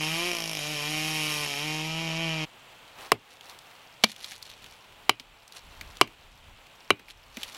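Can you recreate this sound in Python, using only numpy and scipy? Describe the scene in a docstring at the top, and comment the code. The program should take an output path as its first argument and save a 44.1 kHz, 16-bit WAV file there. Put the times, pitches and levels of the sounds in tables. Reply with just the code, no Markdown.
"""Chainsaw, then chopping.

A two-stroke chainsaw revs up and down across a yard; with the throttle eased it fires only every third turn.
The scene jumps close to the tree: a blade chops five times into its base, overloading the microphone,
and scrapes through soil and dry leaves between blows. Light wind and far foliage lie underneath."""
import sys
import numpy as np
from scipy import signal
from scipy.fft import rfft, irfft
from scipy.io import wavfile
from scipy.ndimage import map_coordinates

SR = 44100
rng = np.random.default_rng(int(sys.argv[2]) if len(sys.argv) > 2 else 0)


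def to_wav(sig):
    """Store sig (one row per channel, or 1-D mono) as 16-bit WAV at the path in sys.argv[1].

    Samples outside -1..1 are clipped; the rate is SR.
    """
    pcm = np.clip(np.atleast_2d(sig), -1, 1) * 32767
    pcm = np.round(pcm).astype(np.int16)
    wavfile.write(sys.argv[1], SR, pcm.T)  # frames by channels


N = 333837
TIME_S = np.arange(N) / SR
SAW_END_S = 2.455

# Engine speed. Each row: time in seconds, crank speed in Hz.
CRANK_SPEED = [(0.0, 153.8), (0.07, 156), (0.28, 179), (0.4, 165.7), (0.51, 162), (0.61, 147.2),
               (0.72, 153.1), (0.79, 145.6), (0.92, 153.2), (1.1, 156.7), (1.41, 148.1), (1.55, 140.3),
               (1.66, 153.6), (1.82, 155.9), (2.03, 164.7), (2.11, 160.7), (2.22, 165.1), (2.43, 155.2)]
# Engine load. Each row: time in seconds, effort in dB.
EFFORT = [(0.03, -32.5), (0.33, -34.5), (0.42, -41), (0.52, -41), (0.91, -35.5), (1.42, -34), (1.48, -38.5),
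          (1.7, -35.5), (1.99, -37), (2.28, -33.5)]
# The saw swings towards the listener, then behind the sawyer. Each row: time in seconds, shading in dB.
SHADING = [(0, -3.5), (.8, -4), (1.33, 0.5), (1.55, -4.5), (1.72, -7), (1.9, -11), (2.45, -16)]
# Skipped firings. Each row: start and end in seconds, turns per firing, relative size of skipped turns.
MISFIRES = [(0.31, 0.607, 3, 0.3), (1.447, 1.478, 2, 0.1), (2.072, 2.103, 2, 0.42)]
# Muffler and ground echo weight the two lowest orders. Each row: frequency in Hz, gain in dB.
HUM_RESPONSE = [(141, -13), (147, -3.5), (153, -.5), (164, 2.5), (171.5, -7), (177, -6), (285, -35),
                (294, -39), (304, -6), (313, -6.5), (321, -12.5), (346, -1)]
# Saw voices. Each: base level in dB, dB per dB of effort, dB per dB of shading.
HUM_LAW, BARK_LAW, RASP_LAW = (-42, 0.43, -0.25), (-41, 0.48, -0.11), (-36, 0.77, 0.084)
CHAIN_LAW, FIZZ_LAW = (-36, 0.11, 0.47), (-42.5, 0.14, 1)
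# Spectra of the sources. Each row: frequency in Hz, relative density in dB.
BARK_SPECTRUM = [(130, -19.5), (230, 1.5), (330, -1.5), (470, -4.5), (620, 2.5), (790, 0), (950, 1),
                 (1200, -6), (1700, -13), (2400, -17), (4000, -55.5)]
RASP_SPECTRUM = [(500, -39.5), (1000, -4.5), (1700, -10), (2050, -7.5), (2350, 2), (2650, -3.5),
                 (2950, -1.5), (3300, -6), (3700, -26.5), (4500, -16), (6500, -45), (9000, -57)]
CHAIN_SPECTRUM = [(500, -5.5), (1000, -6.5), (3000, 11), (4300, 5), (5150, 6.5), (5420, 10.5), (5800, 6.5),
                  (6800, 4), (8400, -12.5), (11000, -28), (16000, -62)]
FIZZ_SPECTRUM = [(5000, -13), (8000, -5), (10000, 1.5), (11300, 1.5), (13000, -6), (16000, -21)]
RATTLE_SPECTRUM = [(2500, -32), (4500, -13), (5200, 0), (5750, 0), (6500, -16), (8500, -27), (10500, -21),
                   (15000, -35)]
FOLIAGE_SPECTRUM = [(59, -42), (100, 1.5), (177, -6), (210, -6.5), (239, -5.5), (322, -11), (350, -11),
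                    (621, -4), (1760, -10), (2630, -2.5), (2860, -3), (3190, -3), (5420, -21),
                    (7770, -17.5), (16000, -65)]
BUFFET_SPECTRUM = [(15, -11), (35, 5), (80, -2), (150, -13), (300, -23), (800, -60)]
LEAF_SPECTRUM = [(500, -11), (1200, -9), (2500, 1), (4000, 3.5), (6000, -2), (8500, -9), (11500, -6),
                 (16000, -31)]
SOIL_SPECTRUM = [(150, -19), (500, -10), (900, -5.5), (1700, -11), (3000, -13.5), (6000, -27.5)]
CHIP_SPECTRUM = [(1000, -11), (3000, -2), (5500, 17), (8500, -28), (11500, 6), (16000, -19)]
SPLINTER_SPECTRUM = [(100, -29), (500, -9.5), (850, 4), (1700, -8.5), (2600, 2.5), (4200, -1), (5500, -6),
                     (8000, -14.5), (11500, -16), (16000, -29)]
EARTH_SPECTRUM = [(40, -21), (110, -4), (260, -1), (450, -12.5), (900, -16), (2000, -50)]
# Yard reverberation. Each row: frequency in Hz, t60 in seconds.
YARD_DECAY = [(100, 0.55), (250, 0.21), (500, 0.11), (1200, 0.089), (2600, 0.15), (6000, 0.094),
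              (14000, 0.086)]
# Gusts on the microphone. Each row: peak time and length in seconds, level in dB.
GUSTS = [(2.2, 0.62, -59), (4.5, 0.82, -59.5), (5.15, 1, -61), (5.87, 0.56, -44.5), (6.35, 0.62, -51),
         (7.2, 1.0, -59)]
# Blade strokes through litter. Each row: peak time and length in seconds, leaf and soil levels in dB.
STROKES = [(3.028, 0.16, -51.5, -44), (3.326, 0.13, -51.5, -55), (3.5, 0.22, -53.5, -47.5),
           (3.706, 0.5, -60.5, -52), (4.083, 0.12, -42, -65), (4.242, 0.21, -42, -53),
           (4.334, 0.094, -41.5, -53), (4.453, 0.28, -48, -72), (4.672, 0.26, -52, -55),
           (5.565, .07, -46, -49), (5.843, 0.92, -58.5, -56), (7.104, 0.042, -41, -50),
           (7.44, 0.26, -45.5, -50), (7.565, 0.13, -44, -48.5)]
# Chops. Each row: start in seconds, gain in dB, root pitch in Hz, root gain in dB, root t60 in seconds,
# wood pitch in Hz, wood and splinter gains in dB, bite in seconds, trunk and splinter treble gains in dB.
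BLOWS = [(3.1184, -4.5, 430, 0, 0.033, 1060, 5.5, 3.5, 0.0022, -28, 5),
         (4.0375, -3, 219, -7.5, 0.089, 1248, -6.5, 2.5, 0.0066, -39.5, 1),
         (5.0940, 1, 427, -12.5, 0.035, 1156, -5.5, -1, 0.0027, -34.5, 2.5),
         (6.0123, -0.5, 377, 7.5, 0.016, 1003, 1, 6.5, 0.0024, -31.5, -3),
         (6.9044, -4.5, 399, 3, 0.023, 1097, 3.5, -2, 0.0019, -30.5, 2)]
# Split wood. Each row: multiple of its pitch, level in dB, t60 in seconds.
WOOD_MODES = [(.66, -3.5, 0.016), (1, 1.5, 0.017), (1.16, 2, 0.011), (1.36, -4.5, .014), (1.951, 3, 0.0075)]
# Trunk with roots; steel damped by wood. Each row: frequency in Hz, level in dB, t60 in seconds.
TRUNK_MODES = [(91, -30, 0.14), (115, -1.5, 0.16), (233, -21, 0.04), (297, -0.5, 0.13), (396, 8, 0.075),
               (575, 10.5, 0.039)]
BLADE_MODES = [(2336, -8, 0.033), (2480, -48, 0.58), (2710, -10, 0.023), (2960, 2.5, 0.011),
               (3240, -15.5, 0.012), (3900, -21, 0.033), (5300, -30, 0.0089)]
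# Blade against root, just after each chop. Each row: start in seconds, gain in dB.
BLADE_JOLTS = [(3.124, -15), (4.0396, -2), (5.095, -0.5), (6.017, -5), (6.9085, -1)]
# Breaking twigs and grit. Each row: start in seconds, peak in dB, pitch in Hz.
TWIG_SNAPS = [(3.4098, -28.5, 2970), (3.4967, -28, 4400), (3.5888, -32.5, 4500), (4.1173, -24, 3950),
              (4.1628, -28, 3400), (4.4265, -24, 4300), (4.6428, -29.5, 3000), (4.662, -31, 3110),
              (4.9244, -41, 2330), (5.4786, -34, 5150), (5.523, -30.5, 4140), (5.97, -30.5, 3600),
              (6.075, -30, 2460), (6.668, -38.5, 2070), (7.084, -32, 2300)]
# Light blade knocks. Each row: start in seconds, crack peak in dB, pitch in Hz, earth thud gain in dB.
BLADE_TAPS = [(4.244, -17, 3200, -61), (4.320, -25.5, 2330, -54), (5.198, -20, 3000, -46),
              (5.811, -25.5, 2200, -46), (6.995, -34.5, 1980, -42), (7.370, -22.5, 2270, -34),
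              (7.432, -18, 3060, -55)]


def amp(db):
    return 10 ** (np.asarray(db) / 20)


def unit_rms(x):
    return x / np.sqrt(np.mean(x ** 2) + 1e-20)


def at_hz(points, hz):
    """Interpolate (Hz, value) rows on a log axis."""
    knots_hz, values = np.transpose(points)
    return np.interp(np.log(hz + 1), np.log(knots_hz), values)


def curve(rows):
    """Interpolate (seconds, value) rows per sample."""
    return np.interp(TIME_S, *np.transpose(rows))


def wobble(rate_hz):
    """Smooth random curve."""
    knots = rng.standard_normal(int(N * rate_hz / SR) + 4)
    return map_coordinates(knots, [TIME_S * rate_hz])


def colour(x, spectrum, size=4096):
    """Minimum-phase filter."""
    cepstrum = irfft(np.log(amp(at_hz(spectrum, np.fft.rfftfreq(size, 1 / SR)))))
    cepstrum[1:size // 2] *= 2
    cepstrum[size // 2 + 1:] = 0
    return signal.fftconvolve(x, irfft(np.exp(rfft(cepstrum))))[:len(x)]


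def white():
    return rng.standard_normal(N)


def shaped(x, spectrum):
    return unit_rms(colour(x, spectrum))


def noise(spectrum):
    return shaped(white(), spectrum)


def highpass(x, edge_hz):
    return signal.sosfilt(signal.butter(2, edge_hz, "highpass", fs=SR, output="sos"), x)


def attack(t, rise_s):
    return 1 - np.exp(-t / rise_s)


def add(track, start_s, sound):
    part = track[int(start_s * SR):][:len(sound)]
    part += sound[:len(part)]


def pulses(at_samples, sizes, order=8):
    """Band-limited impulses at fractional positions."""
    taps = at_samples.astype(int)[:, None] + np.arange(-order, order + 1)
    offset = taps - at_samples[:, None]
    shape = np.sinc(offset) * np.sinc(offset / (order + 1))
    return np.bincount(np.clip(taps, 0, N - 1).ravel(), (shape * sizes[:, None]).ravel(), N)


def puffs(impulses, decay_s):
    """A decaying noise burst per impulse; rms 1."""
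    envelope = signal.lfilter([1], [1, -np.exp(-1 / (decay_s * SR))], impulses)
    return unit_rms(envelope * white())


def swells(rows, rest_db, rise_share=0.51):
    """Gaussian swells over a resting level, summed in power."""
    power = amp(rest_db) ** 2
    for peak_s, length_s, db in rows:
        offset = (TIME_S - peak_s) / length_s
        width = np.where(offset < 0, rise_share, 1 - rise_share)
        power += (amp(db) * np.exp(-2 * (offset / width) ** 2)) ** 2
    return np.sqrt(power)


def firings(turns, jitter_s, scatter_db):
    """One exhaust pulse a turn; after skipped turns the richer charge fires harder."""
    number = np.arange(1, int(turns[-1]))
    at_samples = np.interp(number, turns, np.arange(N))
    sizes = amp(-scatter_db * white()[number])
    for start_s, end_s, every, weak in MISFIRES:
        inside = np.flatnonzero((at_samples > start_s * SR) & (at_samples < end_s * SR))
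        sizes[inside] *= unit_rms(np.where(np.arange(len(inside)) % round(every) == 0, 1, weak))
    return pulses(at_samples + jitter_s * SR * white()[number], sizes)


def saw_gain(law):
    """A saw voice grows with effort and changes as the saw turns away."""
    base_db, per_effort, per_shading = law
    effort_db = curve(EFFORT) - np.mean(EFFORT, axis=0)[1]
    return amp(base_db + per_effort * effort_db + per_shading * curve(SHADING))


def trunk_echo(x, gain_db, delay_s, sway):
    """The trunk reflects the moving saw; the delay drifts, so harmonics swell and fade."""
    delay_samples = delay_s * SR * (1 + sway * wobble(4.08))
    echo = np.interp(np.arange(N) - delay_samples, np.arange(N), x)
    return unit_rms(x + amp(gain_db) * echo)


def yard(x):
    """Scatter from trunk, ground and shrubs; each frequency dies at its own rate."""
    hz, t, bins = signal.stft(rng.standard_normal(SR // 2), SR, nperseg=256)
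    tail = signal.istft(bins * amp(-60 * t / at_hz(YARD_DECAY, hz)[:, None]), SR, nperseg=256)[1]
    return signal.fftconvolve(x, tail / np.linalg.norm(tail))[:len(x)]


def chainsaw():
    """Exhaust pulses and gas puffs ring the muffler; the chain hisses along."""
    speed_hz = curve(CRANK_SPEED)
    turns = np.cumsum(speed_hz * (1 + 0.0009 * wobble(30))) / SR - 0.3
    fire = unit_rms(firings(turns, jitter_s=0.000012, scatter_db=0.5))
    bark = colour(fire + 0.19 * puffs(fire, decay_s=0.011), BARK_SPECTRUM)
    bark = saw_gain(BARK_LAW) * trunk_echo(bark, gain_db=-10.5, delay_s=0.0022, sway=0.17)
    rasp = saw_gain(RASP_LAW) * shaped(fire + 0.32 * puffs(fire, decay_s=0.002), RASP_SPECTRUM)
    chain = saw_gain(CHAIN_LAW) * shaped(puffs(fire, decay_s=0.0017) + 1.33 * white(), CHAIN_SPECTRUM)
    fizz = saw_gain(FIZZ_LAW) * shaped(puffs(fire, decay_s=0.0028) + 0.28 * white(), FIZZ_SPECTRUM)
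    # Long stutter: the hum sags, the chain slackens.
    start_s, end_s = MISFIRES[0][:2]
    slack = curve([(start_s - 0.02, 0), (start_s, 1), (end_s - 0.06, 1), (end_s, 0)])
    orders = sum(amp(at_hz(HUM_RESPONSE, k * speed_hz)) * np.cos(2 * np.pi * k * turns) for k in (1, 2))
    hum = np.sqrt(2) * saw_gain(HUM_LAW) * amp(-4 * slack) * orders
    rattle = chain_rattle(fire, slack * (TIME_S > start_s))
    bright = rasp + chain * amp(-3 * slack) + fizz
    return hum + bark + bright + rattle + amp(-6.5) * yard(bright) + amp(-8) * yard(bark)


def breeze():
    """Far foliage rustles; light wind bumps the microphone."""
    buffet_gain = swells(GUSTS, rest_db=-74) * amp(3 * wobble(11))
    foliage = amp(-55.5 + 0.84 * wobble(5.08)) * noise(FOLIAGE_SPECTRUM)
    return foliage + buffet_gain * noise(BUFFET_SPECTRUM)


def chain_rattle(fire, slack):
    """Hard firings jerk the slack chain against the bar."""
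    jerks = unit_rms(np.sqrt(np.abs(fire)) * fire * slack)
    return amp(-55.5) * shaped(jerks + 0.45 * puffs(jerks, decay_s=0.0012), RATTLE_SPECTRUM)


def crackle(rate_hz, spread_db):
    """Tiny random bursts of uneven size; rms 1."""
    hits = rng.random(N) < rate_hz / SR
    sizes = amp(spread_db * np.minimum(rng.exponential(size=N), 2.5))
    return puffs(hits * sizes, decay_s=0.0004)


def litter():
    """The blade drags through leaves and soil; chips patter from the first chop on."""
    leaf_gain = swells([(s, length_s, db) for s, length_s, db, _ in STROKES], rest_db=-64.5)
    soil_gain = swells([(s, length_s, db) for s, length_s, _, db in STROKES], rest_db=-56.5)
    grains = crackle(rate_hz=450, spread_db=5)
    leaves = shaped(grains + 0.5 * yard(grains) + 0.25 * white(), LEAF_SPECTRUM)
    chips = amp(-72) * shaped(crackle(rate_hz=16, spread_db=2.5), CHIP_SPECTRUM)
    rustle = leaf_gain * amp(wobble(58)) * leaves
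    scrape = soil_gain * amp(wobble(25)) * noise(SOIL_SPECTRUM)
    return rustle + scrape + chips * (TIME_S > BLOWS[0][0])


def ring(modes, t, scatter_db=1.5):
    """Damped modes of alternating sign; strengths vary per strike."""
    return sum((-1) ** k * amp(db + scatter_db * rng.normal() - 60 * t / t60_s)
               * np.sin(2 * np.pi * hz * t) for k, (hz, db, t60_s) in enumerate(modes))


def thud(t, t60_s):
    """Loose earth under a blow."""
    return amp(-60 * t / t60_s) * attack(t, 0.0012) * noise(EARTH_SPECTRUM)[:len(t)]


def chops():
    """The blade bites: fibres splinter first, then wood, root and trunk swing."""
    out, t = np.zeros(N), np.arange(SR // 2) / SR
    for (start_s, db, root_hz, root_db, root_t60_s, wood_hz, wood_db,
         splinter_db, bite_s, trunk_db, treble_db) in BLOWS:
        root = amp(root_db) * ring([(root_hz, 0, root_t60_s), (root_hz * 1.905, -9, 0.018)], t)
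        wood_modes = [(wood_hz * ratio, mode_db, t60_s) for ratio, mode_db, t60_s in WOOD_MODES]
        knock = amp(wood_db + 1.5) * ring(wood_modes, t)
        fibres = colour(noise(SPLINTER_SPECTRUM)[:len(t)], [(5000, 0), (10000, treble_db)])
        splinters = amp(splinter_db - 6.5 - 60 * np.maximum(t - bite_s, 0) / 0.0088) * fibres
        impact = (root + knock) * attack(t, 0.0012) + splinters * attack(t, 0.00028)
        blow = amp(db) * highpass(impact, edge_hz=233)
        trunk = ring(TRUNK_MODES, t, scatter_db=0.5) * attack(t, 0.00068)
        boom = amp(trunk_db) * (trunk + 1.87 * thud(t, t60_s=0.11))
        add(out, start_s, blow + amp(-21.5) * yard(blow) + boom)
    return out


def jolts():
    """The blade jolts against the root; the steel rings."""
    out, t = np.zeros(N), np.arange(SR // 2) / SR
    for start_s, db in BLADE_JOLTS:
        steel = amp(db) * ring(BLADE_MODES, t) * attack(t, 0.0004)
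        add(out, start_s, steel + amp(-23) * yard(steel))
    return out


def crack(t, hz, t60_s, tail_db):
    """Dry burst around one pitch, with a faint tail; peak 1."""
    burst = rng.standard_normal(len(t)) * (amp(-60 * t / t60_s) + amp(tail_db - 60 * t / 0.16))
    burst = colour(burst, [(hz / 6, -26), (hz * 0.6, -11), (hz, 0), (hz * 1.6, -9), (hz * 4, -22)])
    return burst / np.abs(burst).max()


def snaps():
    """Twigs and grit break under the blade."""
    out, t = np.zeros(N), np.arange(SR // 8) / SR
    for start_s, db, hz in TWIG_SNAPS:
        add(out, start_s, amp(db) * crack(t, hz, t60_s=0.013, tail_db=-26))
    return out


def taps():
    """The blade knocks lightly on wood and earth."""
    out, t = np.zeros(N), np.arange(SR // 2) / SR
    for start_s, db, hz, earth_db in BLADE_TAPS:
        wood = amp(db) * crack(t, hz, t60_s=0.02, tail_db=-20)
        earth = amp(earth_db) * highpass(thud(t, t60_s=0.07), edge_hz=150)
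        add(out, start_s, wood + earth)
    return out


def scene():
    """The saw cuts to the close chopping; the breeze runs throughout."""
    saw_on = np.clip((SAW_END_S - TIME_S) / 0.012, 0, 1)
    mix = saw_on * chainsaw() + (1 - saw_on) * litter()
    return (mix + chops() + jolts() + taps() + snaps() + breeze())[None]


def record(dry):
    """Gain control with slow recovery, overload on the chops, band limit."""
    threshold_db, max_cut_db, recovery_db_per_s = -18, 5, 5
    smooth_samples, ceiling, top_hz = 400, 0.55, 16400
    power = signal.lfilter([1], [1, 1 / smooth_samples - 1], dry ** 2 / smooth_samples)
    cut_db = np.clip(10 * np.log10(power + 1e-12) - threshold_db, 0, max_cut_db)
    ramp_db = recovery_db_per_s * TIME_S
    ducked = dry * amp(ramp_db - np.maximum.accumulate(cut_db + ramp_db, axis=-1))
    clipped = ducked / (1 + np.abs(ducked / ceiling) ** 4) ** (1 / 4)
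    passband = np.clip((top_hz - np.fft.rfftfreq(N, 1 / SR)) / 700, 0, 1)
    return irfft(rfft(clipped) * passband, N)


dry = scene()
out = record(dry)
to_wav(out)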